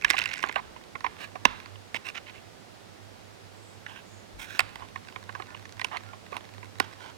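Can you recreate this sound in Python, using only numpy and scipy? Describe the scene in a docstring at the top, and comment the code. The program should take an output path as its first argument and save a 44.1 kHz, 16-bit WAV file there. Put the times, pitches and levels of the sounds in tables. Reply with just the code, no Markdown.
"""Sharp plastic clicks and scrapes ring in a hollow shell, over a distant wavering hum and soft open air.
Fingers press a small battery and its tray into the plastic holder inside a welding helmet, on a wooden table outdoors.
Random contact forces ring the modes of shell, holder and hard edges; decaying noise makes the faint answer of the yard.
The hum is a sine with narrow-band noise; air and breeze are coloured noise.
The camera microphone favours its right side, and the breeze brushes its left port."""
import sys
import numpy as np
from scipy import signal
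from scipy.fft import rfft, irfft
from scipy.io import wavfile

SR = 44100
rng = np.random.default_rng(int(sys.argv[2]) if len(sys.argv) > 2 else 0)


def persist_wave(psi):
    """Save psi, clipped to +-1, as 16-bit WAV."""
    counts = np.round(np.clip(psi, -1, 1) * 32767).astype(np.int16)
    wavfile.write(sys.argv[1], SR, np.atleast_2d(counts).T)


N = 316197
TIME = np.arange(N) / SR  # seconds


def undb(db):
    """Decibels to gain."""
    return 10 ** (np.asarray(db) / 20)


def unit(x):
    """Scale to rms 1."""
    return x / np.sqrt(np.mean(x ** 2) + 1e-20)


def curve(rows):
    """Join (s, value) rows by straight lines."""
    return np.interp(TIME, *np.transpose(rows))


def noise(points, size=N):
    """Noise of rms 1 with a spectrum of (Hz, dB) points."""
    hz, db = np.transpose(points)
    f = np.fft.rfftfreq(size, 1 / SR) + 1  # 1 Hz up, to keep the logarithm finite
    colour = undb(np.interp(np.log(f), np.log(hz), db))
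    return unit(irfft(rfft(rng.standard_normal(size)) * colour, size))


def band(hz, width_hz, size=N):
    """Noise of rms 1 in one narrow band, at half amplitude half a width from its centre."""
    f = np.fft.rfftfreq(size, 1 / SR)
    resonance = 1 / (1 + (2 * (f - hz) / width_hz) ** 2)
    return unit(irfft(rfft(rng.standard_normal(size)) * resonance, size))


def add(track, s, sound):
    """Mix a sound into the track at time s, kept inside the track."""
    i = int(np.clip(s * SR, 0, N - 1))
    track[i:i + len(sound)] += sound[:N - i]


def shared_air():
    """Outdoor air that both ports share: steady noise, strongest in the upper bass and low mids, thin in the treble."""
    # Spectrum of the shared air. Each row: frequency in Hz, level in dB.
    air_colour = [(15, -32), (42, -9), (75, -15), (190, -6), (370, -6), (520, -7.5), (750, -8.5),
                  (1000, -14.5), (2000, -18.5), (4000, -26.5), (8000, -34.5), (16000, -70)]
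    return noise(air_colour)


def diffuse_air():
    """Outdoor air from all around: each port gets its own noise of one colour."""
    # Spectrum of the diffuse air. Each row: frequency in Hz, level in dB.
    diffuse_colour = [(15, -27), (60, -1), (160, 6), (700, 1), (1300, -0.5), (2500, -3.5), (4700, -5),
                      (7000, -10.5), (10000, -14.5), (15000, -22)]
    return np.array([noise(diffuse_colour), noise(diffuse_colour)])


def breeze(rise_s=.04, fall_s=0.085, lull_db=-71.5):
    """Rumbling air on the left port: each gust rises quickly and dies back to a lull."""
    # Gusts added to the lull. Each row: time of the peak in seconds, peak level in dB.
    gusts = [(0, -60), (.67, -50.5), (1.08, -53), (4.33, -49), (4.75, -53)]
    # Spectrum of the rumble. Each row: frequency in Hz, level in dB.
    breeze_colour = [(20, -20), (42, 8.5), (80, 3), (140, -13), (250, -28), (1000, -64)]
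    strength = undb(lull_db)
    for s, db in gusts:
        distance = np.maximum((s - TIME) / rise_s, (TIME - s) / fall_s)
        strength = strength + undb(db) * np.exp(-distance)
    return strength * noise(breeze_colour)


def hum(hz=101, width_hz=15, steady=0.74, octave_db=-14):
    """A distant machine hum: narrow noise makes a steady sine waver, with a weak octave."""
    # Slow swell of the hum. Each row: time in seconds, level of the main tone in dB.
    hum_level = [(0, -57.5), (1.4, -52), (2.5, -51.5), (4, -51), (5.2, -48), (6.85, -47.5), (7.17, -53.5)]
    tone = unit(steady * np.sin(2 * np.pi * hz * TIME) + band(hz, width_hz))
    octave = undb(octave_db) * band(2 * hz, 2 * width_hz)
    return undb(curve(hum_level)) * (tone + octave)


def yard(x, t60=0.69, build_s=0.0024, mirrored_db=-5, size=44100):
    """Walls and fences return a thin tail: part mirrors the sound, the rest is scattered into a broad hush."""
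    # Spectrum of the scattered hush. Each row: frequency in Hz, level in dB.
    yard_colour = [(100, 15), (600, 4.5), (1100, 13), (2600, 6), (4000, 1), (7000, -23.5), (15000, -62)]
    t = np.arange(size) / SR
    decay = np.exp(-np.log(1000) * t / t60) * (1 - np.exp(-t / build_s))
    decay = decay / np.sqrt(np.sum(decay ** 2))
    mirrored = signal.fftconvolve(x, decay * rng.standard_normal(size))[:N]
    # the hush follows the energy of the sound, smeared by the decay
    energy = abs(signal.fftconvolve(x ** 2, decay ** 2)[:N])
    scattered = np.sqrt(energy) * noise(yard_colour)
    return undb(mirrored_db) * mirrored + scattered


def swishes():
    """Thin bands of high noise swell and fade while the tray is carried over."""
    # Soft high swishes. Each row: start and end in seconds, centre and width in Hz, level at the height in dB.
    swish_moves = [(3.524, 3.82, 7850, 1500, -63), (4.032, 4.266, 6860, 1300, -59.5)]
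    out = np.zeros(N)
    for start, end, hz, width_hz, db in swish_moves:
        n = int((end - start) * SR)
        swell = np.sqrt(np.hanning(n))
        add(out, start, undb(db) * band(hz, width_hz, size=n) * swell)
    return out


def helmet(force, seconds, db, shell_db, edge_db, part_hz, damping=1, focus_hz=900, hardness=1.0,
           usual_edge_db=-8, scatter_db=2.5, detune=0.029, size=2048):
    """A contact force rings the modes; the place of the touch shifts and weights them anew, touching skin damps them."""
    # Modes of the helmet: the shell lowest, then the battery holder, then its hard edges.
    # Each row: nominal frequency in Hz, undamped width in Hz, level in dB before the weights below.
    helmet_modes = [(270, 110, -18.5), (404, 95.6, -13), (568, 178, -15), (767, 98, -5.5), (1034, 112, 1.5),
                    (1184, 170, -6), (1453, 73, 2.5), (1740, 210, 1.5), (2070, 273, 2), (2626, 332, 1.5),
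                    (2960, 232, 1), (3630, 650, 0.5), (4380, 450, -0.5), (5030, 1320, -5.5),
                    (6360, 1407, -6), (7030, 1770, -9.5), (9870, 1800, -18.5), (11500, 2400, -24.5)]
    shell_top_hz, holder_top_hz = 1350, 3300
    hz, width, mode_db = np.transpose(helmet_modes)
    width = width * damping
    t = np.arange(size) / SR
    chance = rng.standard_normal((len(hz), 2))
    part = np.digitize(hz, [shell_top_hz, holder_top_hz])
    # the holder answers most near the pitch of the piece that is touched
    focus = np.where(part == 1, 1 / np.hypot(1, 2 * (hz - part_hz) / (focus_hz * damping)), 1)
    # a soft touch that hardly stirs the edges reaches their highest modes least
    tilt_db = hardness * min(edge_db - usual_edge_db, 0) * np.log2(np.maximum(hz / holder_top_hz, 1))
    sign = (-1) ** np.arange(len(hz))
    gain = sign * width * focus * undb(mode_db + tilt_db + scatter_db * chance[:, 0])
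    decay = np.exp(-np.pi * np.outer(width, t))
    tone = np.sin(2 * np.pi * np.outer(hz * (1 + detune * chance[:, 1]), t))
    modes = gain[:, None] * decay * tone
    out = 0
    # each part is levelled over the given seconds, shell and edges relative to the holder
    for k, part_db in enumerate([shell_db, 0, edge_db]):
        ring = signal.fftconvolve(force, modes[part == k].sum(0))
        out = out + ring * undb(db + part_db) * np.sqrt(seconds * SR / np.sum(ring ** 2))
    return out


def scrapes(slips_per_s=1200, grip_width_hz=160, hush=0.14, scatter_db=1.57):
    """Plastic and skin drag over plastic in a dense run of slips that swells, fades and catches with the grip."""
    # Scrapes and rubs. Each row: start and end in seconds, level of the holder in dB, way of sliding.
    strokes = [(0, 0.48, -45, "battery"), (0.449, 0.474, -41.5, "pressed"), (0.563, 0.6, -37.5, "pressed"),
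               (1.184, 1.265, -41.5, "brush"), (1.956, 1.969, -27, "tray"), (2.047, 2.106, -34.5, "tray"),
               (2.147, 2.185, -34, "tray"), (2.263, 2.309, -43.5, "tray"), (2.331, 2.4, -49.5, "tray"),
               (3.86, 4.015, -46, "brush"), (4.386, 4.465, -39, "skin"), (4.456, 4.615, -41.5, "skin"),
               (4.757, 4.87, -53, "pressed"), (5.355, 5.44, -57, "pressed"), (5.46, 5.539, -49.5, "squeak"),
               (5.912, 5.975, -38.5, "pressed"), (6.032, 6.164, -53, "squeak"),
               (6.307, 6.393, -46.5, "pressed"), (6.799, 6.856, -43, "brush"),
               (6.978, 7.128, -45.5, "brush")]
    # Ways of sliding: battery dragged along the ringing holder, loose tray scraped over the bowl, fingertips
    # over plastic, a light brush of the hand, a part pressed firmly, a tight fit that squeaks faintly.
    # Each row: shell and edge in dB relative to the holder, pitch of the touched part in Hz, damping factor.
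    slides = {"battery": (-18, -11, 2100, 0.5), "tray": (-10.5, -9.5, 2450, 1.2),
              "skin": (-10, -3, 2150, 3.0), "brush": (-4, -8, 2050, 3.5), "pressed": (5.5, -12, 1880, 1.76),
              "squeak": (-4, -32, 1500, 0.2)}
    out = np.zeros(N)
    ease_s, taper = .008, .65  # extra time at either end, tapered share of the stroke
    spread_db, grip_db = 3.6, 2.2
    grip = undb(grip_db * band(0, grip_width_hz))
    for start, end, db, slide in strokes:
        *colour, damping = slides[slide]
        seconds = max(end - start, ease_s)
        n, i = int((seconds + 2 * ease_s) * SR), int(max(start, 0) * SR)
        slip_force = undb(spread_db * np.minimum(rng.exponential(size=n), 3))
        slips = (rng.random(n) < slips_per_s / SR) * slip_force
        # soft skin damps the plastic and smooths the slips into a hush
        drag = slips * rng.choice([-1, 1], n) + hush * damping * rng.standard_normal(n)
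        swell = signal.windows.tukey(n, taper) * np.roll(grip, -i)[:n]
        sound = helmet(drag * swell, seconds, db, *colour, damping=damping, scatter_db=scatter_db)
        add(out, start - ease_s, sound)
    return out


def bumps(rise_s=0.0028, t60=0.022, size=3000):
    """Firm pushes bump the helmet on the table: the whole shell gives a short, dull thud, a fast-dying sine."""
    # Bumps. Each row: start in seconds, level before the envelope in dB, pitch in Hz.
    pushes = [(1.4553, -6, 229), (6.324, -16, 480), (6.802, -10.5, 275)]
    out, t = np.zeros(N), np.arange(size) / SR
    envelope = (1 - np.exp(-t / rise_s)) * np.exp(-np.log(1000) * t / t60)
    for s, db, hz in pushes:
        add(out, s, undb(db) * envelope * np.sin(2 * np.pi * hz * t))
    return out


def click(chatter_ms, db, shell_db, edge_db, part_hz, chatter=0.2, slip=0.076, slip_share=0.41, give=0.59,
          hard_edge_db=-7, bowl=0.011, bowl_ms=8, size=1800):
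    """Plastic slips, snaps home and chatters; the bowl of the helmet throws the snap about."""
    ms = np.arange(size) * 1000 / SR - 4  # the sound starts 4 ms before the snap
    # a dull, padded contact rolls in with little snap
    snap = (np.arange(size) == np.argmin(abs(ms))) * undb(give * min(edge_db - hard_edge_db, 0))
    chatter_ms = max(chatter_ms, .2)
    before = slip * np.exp(-abs(ms) / (slip_share * chatter_ms))
    after = chatter * np.exp(-abs(ms) / chatter_ms) + bowl * np.exp(-abs(ms) / bowl_ms)
    force = snap + np.where(ms < 0, before, after) * rng.standard_normal(size)
    return helmet(force, .01, db, shell_db, edge_db, part_hz)  # levelled over 10 ms


def ticks(spread_db=2, shell_db=-4, edge_db=-6, colour_db=3, part_hz=1950, chatter_ms=1.2):
    """Small clicks at chance times, of chance level and colour, while the fingers work."""
    # Spells of fiddling. Each row: start and end in seconds, ticks per second, average level in dB.
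    fiddling = [(0.724, 1.352, 13, -53.5), (1.458, 1.809, 10, -45.5), (4.621, 7.1, 26, -50.5)]
    out = np.zeros(N)
    for start, end, rate, db in fiddling:
        for s in rng.uniform(start, end, int(rate * (end - start))):
            force, shell, edge = rng.standard_normal(3)
            tick = click(chatter_ms, db + spread_db * force, shell_db + colour_db * shell,
                         edge_db + colour_db * edge, part_hz)
            add(out, s, tick)
    return out


def ratchet(spread_db=4.0, shell_db=-16, edge_db=-11.0, part_hz=2100, chatter_ms=1.46):
    """The battery sticks and slips along the holder at an uneven pace; the catches swell with the push, then ease."""
    start_s, peak_s, end_s = .01, 0.18, 0.54
    catches_per_s, uneven = 120, .3  # uneven: spread of the timing, as a share of one beat
    peak_db, rise_db_per_s, fall_db_per_s = -33, 41, 28
    out = np.zeros(N)
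    for beat in np.arange(start_s, end_s, 1 / catches_per_s):
        late, force, edge = rng.standard_normal(3)
        s = beat + uneven * late / catches_per_s
        eased_db = max(rise_db_per_s * (peak_s - s), fall_db_per_s * (s - peak_s))
        catch = click(chatter_ms, peak_db - eased_db + spread_db * force, shell_db,
                      edge_db + spread_db * edge, part_hz)
        add(out, s, catch)
    return out


def clicks():
    """The battery and its tray knock, catch and snap in, each contact ringing the helmet in its own way."""
    # Clicks and knocks.
    # Each row: snap in seconds, level of the holder over 10 ms in dB, pitch of the touched part in Hz, touch.
    contacts = [(0.0467, -12, 1830, "catch"), (0.102, -15.5, 2330, "crack"), (0.108, -22.5, 1990, "crack"),
                (0.1335, -27, 2360, "catch"), (0.139, -32, 2110, "thud"), (0.1818, -20.5, 2150, "catch"),
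                (0.189, -23.5, 2110, "crack"), (0.2164, -23.5, 2120, "catch"),
                (0.2573, -22.5, 2287, "catch"), (0.3321, -36.5, 2300, "crack"),
                (0.428, -27.5, 2120, "clack"), (0.4376, -21, 1610, "knock"), (0.4929, -31.5, 2020, "knock"),
                (0.5583, -21, 1707, "knock"), (0.7626, -48, 2000, "thud"), (0.9535, -31.5, 1680, "knock"),
                (1.0058, -41, 2160, "snap"), (1.0438, -28.5, 2050, "thud"), (1.0638, -26, 1780, "knock"),
                (1.2422, -39.5, 2500, "clack"), (1.3556, -39, 1710, "thud"), (1.4527, -10, 2400, "snap"),
                (1.9446, -25.5, 2410, "clack"), (3.8639, -33, 1580, "catch"), (4.5929, -14, 1960, "clack"),
                (4.6043, -24.5, 2050, "crack"), (4.607, -30, 1660, "knock"), (4.7567, -38, 1540, "snap"),
                (4.8202, -46, 1950, "thud"), (4.9581, -31.5, 1880, "knock"), (5.0859, -41, 1570, "clack"),
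                (5.1606, -34, 1941, "knock"), (5.292, -34.5, 2050, "knock"), (5.35, -32.5, 1590, "knock"),
                (5.3981, -39.5, 1780, "thud"), (5.4219, -40, 2000, "snap"), (5.546, -38, 2650, "knock"),
                (5.6537, -40.5, 2100, "clack"), (5.795, -32, 2050, "clack"), (5.8144, -27.5, 2174, "clack"),
                (5.8452, -23, 2230, "clack"), (5.9698, -30, 2170, "clack"), (6.132, -46, 1930, "thud"),
                (6.3259, -39.5, 1940, "thud"), (6.3668, -33, 2090, "snap"), (6.629, -41, 1810, "knock"),
                (6.7999, -18, 1830, "snap")]
    # Touches: a rim catches on a rib, hard edges crack past each other, a part snaps into its seat,
    # hard plastic clacks on plastic, a part held in the fingers knocks, a padded push thuds on the shell.
    # Each row: shell and edge in dB relative to the holder, decay of the chatter in ms.
    touches = {"catch": (-17, -13.5, 2.25), "crack": (-12, -4, 2.2), "snap": (-0.79, -6.5, 2.1),
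               "clack": (-6.5, -8.5, 2.9), "knock": (0, -16, 3.9), "thud": (8.7, -14, 5.6)}
    out = np.zeros(N)
    for s, db, hz, touch in contacts:
        shell_db, edge_db, chatter_ms = touches[touch]
        add(out, s - .004, click(chatter_ms, db, shell_db, edge_db, hz))  # the snap lands at s
    return out


def ports(x, corner_hz=5000, treble=0.61, crossfeed=.11):
    """The right port hears the sound whole; the left gets its treble and a weak inverted copy."""
    high = signal.lfilter(*signal.butter(1, corner_hz, "high", fs=SR), x)
    return np.array([treble * high - crossfeed * x, x])


def scene(yard_db=-20.0, yard_left_db=-31, air_db=-49, diffuse_db=-54.0):
    """Handling noises with their echo, the hum, the open air and the breeze."""
    handling = clicks() + bumps() + ratchet() + ticks() + scrapes() + swishes()
    echo = undb(yard_db) * yard(handling)
    near = ports(handling + echo + hum() + undb(air_db) * shared_air())
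    diffuse = undb(diffuse_db) * diffuse_air()
    left = breeze() + undb(yard_left_db) * yard(handling)
    return near + diffuse + np.array([left, np.zeros(N)])


def record(dry, bass_hz=28, top_hz=16000):
    """The deepest rumble is rolled off, peaks beyond full scale clip and the top is cut steeply."""
    lean = signal.sosfilt(signal.butter(2, bass_hz, "high", fs=SR, output="sos"), dry)
    clipped = np.clip(lean, -1, 1)
    # order 8, 0.2 dB ripple below the cut, 70 dB down above it
    return signal.sosfilt(signal.ellip(8, .2, 70, top_hz, fs=SR, output="sos"), clipped)


dry = scene()
out = record(dry)
persist_wave(out)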